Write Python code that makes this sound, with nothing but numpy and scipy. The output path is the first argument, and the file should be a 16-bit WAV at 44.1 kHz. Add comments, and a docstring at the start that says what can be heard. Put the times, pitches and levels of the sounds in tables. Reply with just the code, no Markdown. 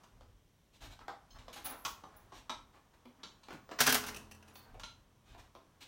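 """A steel toaster on a kitchen counter lets go: the catch trips, the sprung carriage slams up, chatters
against its stop and the toast drops back, leaving the springs humming. Each blow is grainy noise coloured
by the steel plus ringing modes; the hum is decaying sines. A little further off, kitchenware is knocked,
clinked and slid about, as noise bursts with modes or thin pings. The small hard room answers with a
diffuse tail; the hand-held microphone rumbles faintly."""
import sys
import numpy as np
from scipy import signal
from scipy.fft import rfft, irfft, next_fast_len
from scipy.io import wavfile
from scipy.ndimage import map_coordinates

SR = 44100
rng = np.random.default_rng(int(sys.argv[2]) if len(sys.argv) > 2 else 0)


def file_out(sig):
    """Save sig as 16-bit WAV at sys.argv[1]."""
    # one column per channel
    cols = np.atleast_2d(sig).T
    # limit, then scale
    lim = np.clip(cols, -1, 1)
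    pcm = np.round(lim * 32767).astype(np.int16)
    wavfile.write(sys.argv[1], SR, pcm)


N = 259211
TIME = np.arange(N) / SR
AGE = TIME[:SR * 6 // 10]  # time since a contact began [s]
ONSET = SR // 40  # the opening 25 ms on which a contact's level is judged [samples]
STOP_S = 3.869  # the carriage hits its stop [s]


def amp(db):
    """Decibels to gain."""
    return 10 ** (np.asarray(db) / 20)


def unit(x, size=None):
    """Scale to rms 1, judged on the first size samples."""
    return x / np.sqrt(np.mean(x[:size] ** 2) + 1e-20)


def along(points, hz):
    """(Hz, value) points read on a log frequency axis."""
    f, v = np.transpose(points)
    return np.interp(np.log(hz + 1), np.log(f), v)


def fade(t, t60):
    """Exponential decay, 60 dB down after t60."""
    return np.exp(-np.log(1000) * t / t60)


def swell(s, rise, length, t60):
    """A gesture from time s: it rises, holds until length has passed, then decays."""
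    return np.clip((TIME - s) / rise, 0, 1) * fade(np.maximum(TIME - s - length, 0), t60)


def add(track, s, sound):
    """Mix a sound into the track at time s."""
    room_left = track[round(s * SR):][:len(sound)]
    room_left += sound[:len(room_left)]


def noise(spectrum, size=N):
    """Coloured noise of rms 1."""
    m = next_fast_len(size)
    white = rfft(rng.standard_normal(m))
    gain = amp(along(spectrum, np.fft.rfftfreq(m, 1 / SR)))
    return unit(irfft(white * gain, m)[:size])


def wobble(rate):
    """A smooth random curve, rate knots a second."""
    knots = rng.standard_normal(int(N * rate / SR) + 4)
    return map_coordinates(knots, [TIME * rate / SR])


def rustle(flutter_db, drift_db):
    """Soft, uneven rubbing of rms 1."""
    # colour of soft rubbing: (frequency [Hz], relative level [dB])
    soft_colour = [(70, -25), (130, -9), (280, -2.5), (500, -4.5), (1100, -2), (2200, -14.5), (5500, -21),
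                   (10000, -27.5), (15800, -36.5)]
    unevenness_db = flutter_db * wobble(70) + drift_db * wobble(14)
    return unit(noise(soft_colour) * amp(unevenness_db))


def grainy(grain_db):
    """White noise broken into tiny contacts of uneven strength."""
    contacts = np.repeat(rng.standard_normal(len(AGE)), 32)[:len(AGE)]  # each lasts 32 samples
    return rng.standard_normal(len(AGE)) * amp(grain_db * contacts)


def coloured(x, spectrum):
    """Pass x through a body with this spectrum: causal, so that its peaks ring on."""
    m = next_fast_len(2 * len(x))
    log_gain = np.log(amp(along(spectrum, np.fft.rfftfreq(m, 1 / SR))))
    # folding the cepstrum forward in time makes the filter minimum-phase
    cepstrum = irfft(log_gain, m)
    cepstrum[1:m // 2] *= 2
    cepstrum[m // 2 + 1:] = 0
    return irfft(rfft(x, m) * np.exp(rfft(cepstrum)), m)[:len(x)]


def tone(balance, db, colour_db):
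    """Register levels of one contact: the object's own balance, leaning with how it is touched."""
    own_db, lean = np.transpose(balance)
    return db + own_db + lean * colour_db


def weigh(x, levels_db):
    """Where and how hard a contact lands sets the level of each register."""
    # thud, body, clash and fizz: (lower edge [Hz], upper edge [Hz])
    register_bands = [(100, 600), (600, 2000), (2000, 7000), (7000, 17000)]
    total = np.zeros(len(x))
    for k, (band, db) in enumerate(zip(register_bands, levels_db)):
        sos = signal.butter(3, band, 'bandpass', fs=SR, output='sos')
        part = unit(signal.sosfilt(sos, x), size=ONSET)
        total += (-1) ** k * amp(db) * part  # neighbours take opposite polarity
    return total


def ring(modes):
    """Modes rung at new strengths and phases by each blow."""
    hz, db, t60 = np.transpose(modes)[:, :, None]
    phase = rng.uniform(0, 2 * np.pi, hz.shape)
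    level = amp(db + 3 * rng.standard_normal(hz.shape))
    capped = np.minimum(t60, AGE[-1])  # no mode rings longer than 0.6 s
    partials = level * fade(AGE, capped) * np.sin(2 * np.pi * hz * AGE + phase)
    return unit(np.sum(partials, axis=0), size=ONSET)


def blow(levels_db, chatter, spectrum, modes, t60, ring_db, grain_db):
    """Parts meet with a crack and chatter, then dense modes die fast and a few clear ones ring on."""
    crack = 1 + 0.42 * fade(AGE, 0.014)
    force = fade(np.maximum(AGE - chatter, 0), t60) * crack
    burst = coloured(grainy(grain_db) * force, spectrum)
    struck = unit(burst, size=ONSET) + amp(ring_db) * ring(modes)
    return weigh(struck * (1 - fade(AGE, .003)), levels_db)  # softened attack


def stroke(length, spectrum, grain_db):
    """Friction swells and eases off over one short slide."""
    pressure = np.sqrt(np.abs(np.sin(np.pi * np.minimum(AGE / length, 1))))
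    return unit(coloured(grainy(grain_db) * pressure, spectrum), size=ONSET)


def boom(hz, t60, rise):
    """A single low mode that builds up and dies away."""
    return np.sin(2 * np.pi * hz * AGE) * fade(AGE, t60) * (1 - fade(AGE, rise))


def in_kitchen(x, wet_db):
    """The sound plus a diffuse tail that builds as the walls answer."""
    # decay of the small hard room: (frequency [Hz], t60 [s])
    room_decay = [(100, 0.54), (400, 0.32), (1200, 0.34), (4000, 0.3), (8000, 0.3), (15000, 0.25)]
    hz, t, z = signal.stft(rng.standard_normal(len(AGE)), SR, nperseg=256)
    decaying = z * fade(t, along(room_decay, hz)[:, None])
    tail = signal.istft(decaying, SR, nperseg=256)[1][:len(AGE)]
    tail = tail * (1 - fade(AGE, 0.026))
    answer = amp(wet_db) * tail / np.linalg.norm(tail)
    return x + signal.fftconvolve(x, answer)[:len(x)]


def room_air():
    """Still room air: steady coloured noise."""
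    # colour of the quiet kitchen: (frequency [Hz], relative level [dB])
    air_colour = [(12, -26), (20, -7.5), (76, 1.5), (145, 0), (365, -9), (1110, -19), (1210, -26.5),
                  (1470, -19.5), (2880, -21.5), (3130, -18.5), (4890, -26.5), (5780, -20.5), (6840, -26),
                  (12000, -30.5), (15800, -30)]
    return amp(-70.5) * noise(air_colour)


def microphone_rumble():
    """A faint rumble from the hand-held microphone rises as the hand shifts or the toaster jolts it."""
    # rumble swells: (time [s], rumble level [dB], length [s])
    rumble_swells = [(0.102, -59.5, 0.14), (0.79, -54.5, 0.11), (1.292, -58, .12), (1.59, -61, .09),
                     (1.79, -63, 0.14), (2.043, -66.5, 0.36), (2.505, -64, 0.085), (3.216, -66.5, 0.092),
                     (3.47, -65.5, 0.046), (3.777, -55.5, .08), (4.043, -56.5, 0.078), (4.664, -57, 0.14),
                     (5.243, -58, 0.094)]
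    # colour of the rumble: (frequency [Hz], relative level [dB])
    rumble_colour = [(12, -29.5), (20, -10), (43, 3.5), (75, -7), (113, -3.5), (194, -39.5), (250, -11.5),
                     (320, -33), (550, -120)]
    power = amp(-77) ** 2  # steady holding
    for s, db, length in rumble_swells:
        power = power + (amp(db) * swell(s, rise=0.059, length=length, t60=.8)) ** 2
    return np.sqrt(power) * noise(rumble_colour)


def shuffling():
    """Soft shuffling at the counter, uneven rubbing that comes and goes."""
    # the shuffling as it comes and goes: (time [s], level [dB])
    bustle = [(0, -67.5), (.55, -85.5), (1.0, -77.5), (1.7, -61.5), (2.8, -75), (3.4, -71), (4.55, -67),
              (5.1, -76.5), (5.88, -73.5)]
    bustle_db = np.interp(TIME, *np.transpose(bustle))
    return in_kitchen(amp(bustle_db) * rustle(flutter_db=3, drift_db=2.5), wet_db=-12.0)


def sliding():
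    """Things dragged over the counter give short grainy scrapes."""
    # slides and rustles: (time [s], relative level [dB], brightness [dB], stroke length [s])
    strokes = [(0.729, -71.5, 10, 0.048), (0.804, -58.5, 3.5, 0.069), (0.901, -62.5, 5, .043),
               (1.002, -63, -11, 0.026), (1.344, -65, -7, 0.036), (1.526, -57.5, 11.5, 0.025),
               (1.555, -52.5, 1, 0.037), (1.645, -48.5, 2.5, 0.033), (1.691, -57.5, -8.5, 0.063),
               (2.124, -73, -12, 0.059), (2.327, -65.5, 7.5, .075), (2.73, -69, -7.5, 0.052),
               (2.931, -71.5, -3, 0.022), (3.186, -76.5, -17, 0.037), (4.47, -69.5, -1, 0.048),
               (4.553, -60, 4, 0.012), (4.597, -78.5, -12, 0.13), (5.252, -73, 2, .1),
               (5.377, -62, 1.5, 0.035), (5.443, -73.5, -1, 0.024), (5.805, -59.5, 12, 0.035)]
    # colour of a scrape: (frequency [Hz], relative level [dB])
    scrape_colour = [(88, -41), (150, -46), (249, 0.5), (375, -6), (786, -3), (2080, -9.5), (4040, -9),
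                     (5000, -15.5), (8980, -13), (10300, -19), (14100, -14.5), (15800, -20)]
    # thud, body, clash, fizz: (share [dB], gain per brightness [dB/dB])
    scrape_balance = [(-5.5, -0.42), (1, -0.52), (-1, 0.58), (-12.5, 0.42)]
    out = np.zeros(N)
    for s, db, bright_db, length in strokes:
        levels_db = tone(scrape_balance, db, bright_db)
        scrape = weigh(stroke(length, scrape_colour, grain_db=1.0), levels_db)
        add(out, s, amp(-3.5) * in_kitchen(scrape, wet_db=-0.5))
    return out


def cutlery_squeaks():
    """Thin steel dragged over a hard surface squeaks very high: friction noise and faint ringing."""
    # squeaks: (time [s], level [dB], stroke length [s])
    squeaks = [(1.644, -38.5, 0.033), (1.694, -47.5, 0.026), (1.842, -58.5, 0.085), (2.163, -60, 0.016),
               (4.534, -62, 0.073)]
    # colour of the friction: (frequency [Hz], relative level [dB])
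    squeal_colour = [(8000, -33), (10200, -11.5), (10750, 4.5), (11600, -7), (12500, -10), (14300, -5.5),
                     (15300, 4.5), (15800, 0)]
    # ringing tines: (frequency [Hz], relative level [dB], t60 before the cap [s])
    tine_modes = [(10980, -29, .3), (11030, -20, 0.097), (11360, -33, .2), (14000, -12.5, 0.83),
                  (14250, -10.5, 0.45), (15160, 3, 0.2), (15600, 8, .27), (15200, 13, .25),
                  (15500, -8, 0.48)]
    out = np.zeros(N)
    for s, db, length in squeaks:
        rub = stroke(length, squeal_colour, grain_db=1.0)
        tines = ring(tine_modes) * (1 - fade(AGE, 0.045))
        add(out, s, amp(db) * in_kitchen(rub + amp(-23.0) * tines, wet_db=-4))
    return out


def cutlery_pings():
    """Thin steel, touched, pings: a few decaying partials that waver in phase."""
    # pings: (time [s], level of each partial [dB], t60 [s], partials [Hz])
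    pings = [(1.306, -63, 0.16, [3110, 4160, 5250, 6330, 15900]), (1.529, -62, 0.3, [9800, 6500, 13000]),
             (1.783, -64, .3, [11000, 12550, 13550]), (1.842, -56, .25, [13950]),
             (2.335, -64, 0.19, [5700]), (4.478, -73, 0.14, [6900, 11000]),
             (4.555, -64, .33, [1120, 4330, 4600, 14300])]
    out = np.zeros(N)
    for s, db, t60, partials_hz in pings:
        # the moving contact makes each partial waver
        steps = rng.standard_normal((len(partials_hz), len(AGE)))
        drift = .1 * np.cumsum(steps, axis=1)
        partials = np.sin(2 * np.pi * np.outer(partials_hz, AGE) + drift)
        ping = partials.sum(axis=0) * fade(AGE, t60) * (1 - fade(AGE, 0.0031))
        add(out, s, amp(db) * in_kitchen(ping, wet_db=0))
    return out


def woodwork():
    """Dull bumps on cupboard and counter: larger panels sound lower; a few low booms swell beside them."""
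    # bumps: (time [s], relative level [dB], hollowness [dB], pitch ratio)
    bumps = [(.208, -68, -4, 0.98), (1.081, -47.5, 10, 0.91), (1.481, -56, 1, 0.87),
             (3.054, -64.5, -2.5, 0.64), (3.484, -55.5, 2, 0.83), (3.506, -53, 1.5, 1),
             (3.528, -56.5, -2.5, 0.3), (3.691, -62, -5.5, 0.98), (3.712, -51.5, -2.5, 0.99),
             (4.743, -61, 10.5, 0.52), (5.347, -62, 7, 0.61), (5.55, -60.5, 2, 0.73)]
    # colour of a panel at pitch ratio 1: (frequency [Hz], relative level [dB])
    wood_colour = [(71, -62.5), (120, -18.5), (181, -20), (377, -10.5), (443, -13.5), (491, -10),
                   (739, -7.5), (1510, -8.5), (2510, -25.5), (2840, -25), (5140, -29), (8920, -41),
                   (9680, -49), (15800, -48)]
    # thud, body, clash, fizz: (share [dB], gain per hollowness [dB/dB])
    wood_balance = [(2, -0.73), (-1, .55), (-3, -.5), (-15.5, -0.46)]
    # low booms: (time [s], frequency [Hz], level [dB])
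    booms = [(3.056, 244.6, -44.5), (3.18, 266, -57), (3.501, 299, -52), (3.706, 304.5, -46),
             (5.55, 282, -58)]
    out = np.zeros(N)
    for s, db, hollow_db, pitch in bumps:
        panel = np.array(wood_colour) * [pitch, 1]
        thump = coloured(grainy(grain_db=5.5) * fade(AGE, 0.06), panel)
        bump = weigh(thump, tone(wood_balance, db, hollow_db))
        add(out, s, amp(-3.0) * in_kitchen(bump, wet_db=0.5))
    for s, hz, db in booms:
        add(out, s, amp(db) * boom(hz, t60=.19, rise=.09))
    return out


def trinket():
    """A small hard thing clicks on the counter and rings, with plenty of room behind."""
    # clicks: (time [s], relative level [dB], brightness [dB], contact length [s])
    clicks = [(1.386, -61, 4, 0.0082), (3.232, -46.5, 1.5, .006), (3.433, -62, 4.5, 0.0076),
              (4.834, -46, 2.5, 0.0054)]
    # colour: (frequency [Hz], relative level [dB])
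    trinket_colour = [(71, -38.5), (120, -12.5), (462, -15), (627, -4.5), (709, -23.5), (1000, 0),
                      (1210, -10), (1360, -5.5), (1710, -12), (4020, -3), (4550, -10.5), (6840, -15.5),
                      (15800, -42)]
    # ringing: (frequency [Hz], relative level [dB], t60 [s])
    trinket_modes = [(2620, -11, 0.37), (3340, -2.5, 0.24), (4048, 0.5, 0.21), (6280, -8, 0.22),
                     (6800, -17, 0.42), (7610, -6, 0.22)]
    # thud, body, clash, fizz: (share [dB], gain per brightness [dB/dB])
    trinket_balance = [(-9.5, -0.3), (-8.5, 1.7), (0, 0.3), (-19.5, 3)]
    out = np.zeros(N)
    for s, db, bright_db, contact in clicks:
        levels_db = tone(trinket_balance, db, bright_db)
        click = blow(levels_db, contact, trinket_colour, trinket_modes, t60=.03, ring_db=-13, grain_db=3.0)
        add(out, s, amp(-6.5) * in_kitchen(click, wet_db=0.5))
    return out


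def crockery():
    """Heavier crockery set down: a clack that rings it, with some room behind."""
    # clacks: (time [s], relative level [dB], brightness [dB], contact length [s])
    clacks = [(.99, -62.5, -3, .003), (2.036, -58, -7.5, 0.0052), (2.32, -58.5, -6.5, 0.012),
              (2.495, -41.5, 0.5, 0.01)]
    # colour: (frequency [Hz], relative level [dB])
    crock_colour = [(71, -49), (120, -20.5), (301, -13), (501, -14), (1050, 0), (1510, -11.5),
                    (1710, -13.5), (2670, -17.5), (3780, -12.5), (5140, -22), (5930, -15.5), (7130, -25),
                    (15800, -46)]
    # ringing: (frequency [Hz], relative level [dB], t60 [s])
    crock_modes = [(870, 3, 0.16), (1073, 8, 0.22), (2940, 7, 0.097), (3800, 3, 0.16), (4400, -19, 0.33),
                   (5800, -27, 0.22), (6840, -31, 0.4), (7757, -8, 0.16)]
    # thud, body, clash, fizz: (share [dB], gain per brightness [dB/dB])
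    crock_balance = [(-6.5, -1.6), (1.5, -0.2), (-0.5, 0.76), (-14.5, 0.23)]
    out = np.zeros(N)
    for s, db, bright_db, contact in clacks:
        levels_db = tone(crock_balance, db, bright_db)
        clack = blow(levels_db, contact, crock_colour, crock_modes, t60=0.024, ring_db=-11.5, grain_db=3.5)
        add(out, s, amp(-4.5) * in_kitchen(clack, wet_db=-1.0))
    return out


def dish():
    """A dish is clinked: a short knock that rings it, with some room behind."""
    # knocks: (time [s], relative level [dB], brightness [dB], contact length [s], relative ring [dB])
    knocks = [(0.034, -63.5, -7.5, 0.009, -24), (1.85, -40, -2, 0.0057, -2),
              (1.86, -43.5, -10.5, 0.002, -5), (4.796, -54.5, -4.5, .003, -6)]
    # colour: (frequency [Hz], relative level [dB])
    dish_colour = [(120, -17), (420, -18), (620, -11), (1050, -3), (1450, -8), (2100, -16), (2900, -12),
                   (4000, -12), (5000, -16), (6100, -12), (7600, -21), (10000, -29), (15800, -31)]
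    # ringing: (frequency [Hz], relative level [dB], t60 [s])
    dish_modes = [(923, -10, .22), (1027, 7, 0.23), (1114, 9, 0.17), (1350, -3, 0.32), (2100, -3, .14),
                  (2860, -4, .18), (3310, -10, 0.18), (3840, -20, 0.18), (5652, -22, .12),
                  (6600, -29, 0.16), (6907, -11.5, 0.23), (7580, -11, 0.17), (7833, -16, .25)]
    # thud, body, clash, fizz: (share [dB], gain per brightness [dB/dB])
    dish_balance = [(-12, -0.24), (-1, -0.5), (3.5, .7), (-4.5, 0.5)]
    out = np.zeros(N)
    for s, db, bright_db, contact, ring_db in knocks:
        levels_db = tone(dish_balance, db, bright_db)
        knock = blow(levels_db, contact, dish_colour, dish_modes, t60=0.083, ring_db=ring_db, grain_db=1.0)
        add(out, s, amp(-4.5) * in_kitchen(knock, wet_db=-4.0))
    return out


def toaster_feet():
    """The toaster's feet thump the counter: low decaying sines."""
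    # thumps: (time [s], frequency [Hz], level [dB], t60 [s])
    thumps = [(3.804, 139, -40.5, 0.33), (3.868, 76.7, -47.5, 0.32), (3.867, 156, -40, 0.28)]
    out = np.zeros(N)
    for s, hz, db, t60 in thumps:
        add(out, s, amp(db) * boom(hz, t60, rise=0.028))
    return out


def toaster_springs():
    """Shaken at the stop, the frame booms briefly and the slack springs hum on as decaying sines."""
    # springs and frame: (frequency [Hz], level [dB], t60 [s])
    spring_modes = [(86.5, -56, 4.5), (126, -61, 3.5), (213.5, -54, 3), (240, -50, .9), (255, -44, .85),
                    (266, -54, 1.3), (328, -56, 1.6), (420, -39, .65), (432, -55, 1.5)]
    hum = np.zeros(N)
    for hz, db, t60 in spring_modes:
        hum += amp(db) * fade(TIME, t60) * np.sin(2 * np.pi * hz * TIME)
    out = np.zeros(N)
    add(out, STOP_S, hum * (1 - fade(TIME, .05)))
    return out


def toaster_shiver():
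    """The shaken carriage and toast go on shivering after the slam: soft rubbing that dies away."""
    envelope = swell(STOP_S, rise=.012, length=0.3, t60=0.48)
    return amp(-55.5) * envelope * rustle(flutter_db=3, drift_db=1)


def toaster_guards():
    """The toast jiggles the wire guards: light blows with a short wiry ring."""
    # jiggles: (time [s], relative level [dB], brightness [dB], chatter length [s])
    jiggles = [(4.145, -48, 0, 0.0032), (4.162, -47, 1, 0.011), (4.312, -52.5, -0.5, 0.011),
               (4.347, -66, 2.5, .005), (4.426, -60.5, -5.5, 0.0037), (4.478, -62.5, -1.5, .008)]
    # colour: (frequency [Hz], relative level [dB])
    wire_colour = [(150, -10.5), (1200, -12), (1600, -3), (2200, -16), (2680, 1), (3300, -13.5),
                   (5000, -14), (5950, -9), (7000, -18), (10200, -18), (15800, -22.5)]
    # ringing: (frequency [Hz], relative level [dB], t60 [s])
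    guard_modes = [(1620, -6, .08), (2620, -2, .08), (2740, -2, .09), (5780, -2, .07), (5920, -2, .08),
                   (6080, -1, .08), (8100, -9, .07), (10200, -9, .07)]
    # thud, body, clash, fizz: (share [dB], gain per brightness [dB/dB])
    wire_balance = [(-7, -0.07), (-8.5, -0.86), (0.5, 0.13), (-3, 1.4)]
    out = np.zeros(N)
    for s, db, bright_db, chatter in jiggles:
        levels_db = tone(wire_balance, db, bright_db)
        jiggle = blow(levels_db, chatter, wire_colour, guard_modes, t60=0.035, ring_db=-9.5, grain_db=2.5)
        add(out, s, amp(-7.0) * in_kitchen(jiggle, wet_db=-5))
    return out


def toaster_carriage():
    """The catch trips, the carriage slams and rattles the steel shell, and the toast drops back."""
    # blows of carriage, then toast: (time [s], relative level [dB], brightness [dB], chatter length [s])
    carriage_blows = [(3.786, -47, -6.5, 0.004), (3.789, -32, -2.5, 0.022), (3.804, -23, 2, .01),
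                      (3.808, -29, -0.5, .008), (3.862, -29.5, -5.5, .006), (3.866, -29, 3.5, 0.0082),
                      (3.875, -24.5, -7, 0.0066), (3.891, -27.5, 1.5, 0.014), (3.924, -29.5, 4, .004),
                      (3.944, -32, 5.5, 0.004), (3.95, -30.5, -3, 0.0049), (4.019, -52.5, -13, .006),
                      (4.037, -42, -4, 0.0092), (4.064, -44.5, 4, .02), (4.085, -41.5, -2, 0.0095)]
    # colour: (frequency [Hz], relative level [dB])
    steel_colour = [(70, -24), (140, -4.5), (195, -26), (255, 12), (340, -21), (420, -2), (540, -6),
                    (900, -4), (1240, -3.5), (1550, 1.5), (2000, -4.5), (4500, -9.5), (5900, -6),
                    (7600, -14.5), (15800, -15)]
    # ringing: (frequency [Hz], relative level [dB], t60 [s])
    shell_modes = [(721, -5, .4), (881, -4, .4), (992, -3, .4), (1162, -4, .35), (1261, -4, .35),
                   (1380, 0, .3), (1502, 1, .3), (1672, 0, .3), (2058, -3, .35), (2217, -6, .35),
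                   (2488, -4, .35), (2615, -3, .35), (2756, -4, .35), (2944, -1, .35), (3230, -3, .3),
                   (3727, -4, .35), (4016, -5, .35), (4546, -5, .35), (5136, -4, .3), (5641, -1, .3),
                   (6079, -1, .3), (6659, -5, .3), (7445, -8, .3), (9954, -9, .3), (13095, -6, .3)]
    # thud, body, clash, fizz: (share [dB], gain per brightness [dB/dB])
    steel_balance = [(-10, -0.26), (-2.5, -0.2), (-0.5, 0.35), (-5, 1.77)]
    out = np.zeros(N)
    for s, db, bright_db, chatter in carriage_blows:
        levels_db = tone(steel_balance, db, bright_db)
        clash = blow(levels_db, chatter, steel_colour, shell_modes, t60=0.065, ring_db=-15, grain_db=0.0)
        add(out, s, amp(-6.5) * in_kitchen(clash, wet_db=-6.0))
    return out


def scene():
    """Everything at one microphone."""
    background = room_air() + microphone_rumble() + shuffling()
    counter = sliding() + cutlery_squeaks() + cutlery_pings() + woodwork()
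    kitchenware = trinket() + crockery() + dish()
    toaster = toaster_feet() + toaster_springs() + toaster_shiver() + toaster_guards() + toaster_carriage()
    return (background + counter + kitchenware + toaster)[None]


def record(dry):
    """The recorder keeps nothing above its band limit."""
    m = next_fast_len(N + SR // 4)
    kept = np.fft.rfftfreq(m, 1 / SR) < 15850  # band limit [Hz]
    return irfft(rfft(dry, m) * kept, m)[..., :N]


dry = scene()
out = record(dry)
file_out(out)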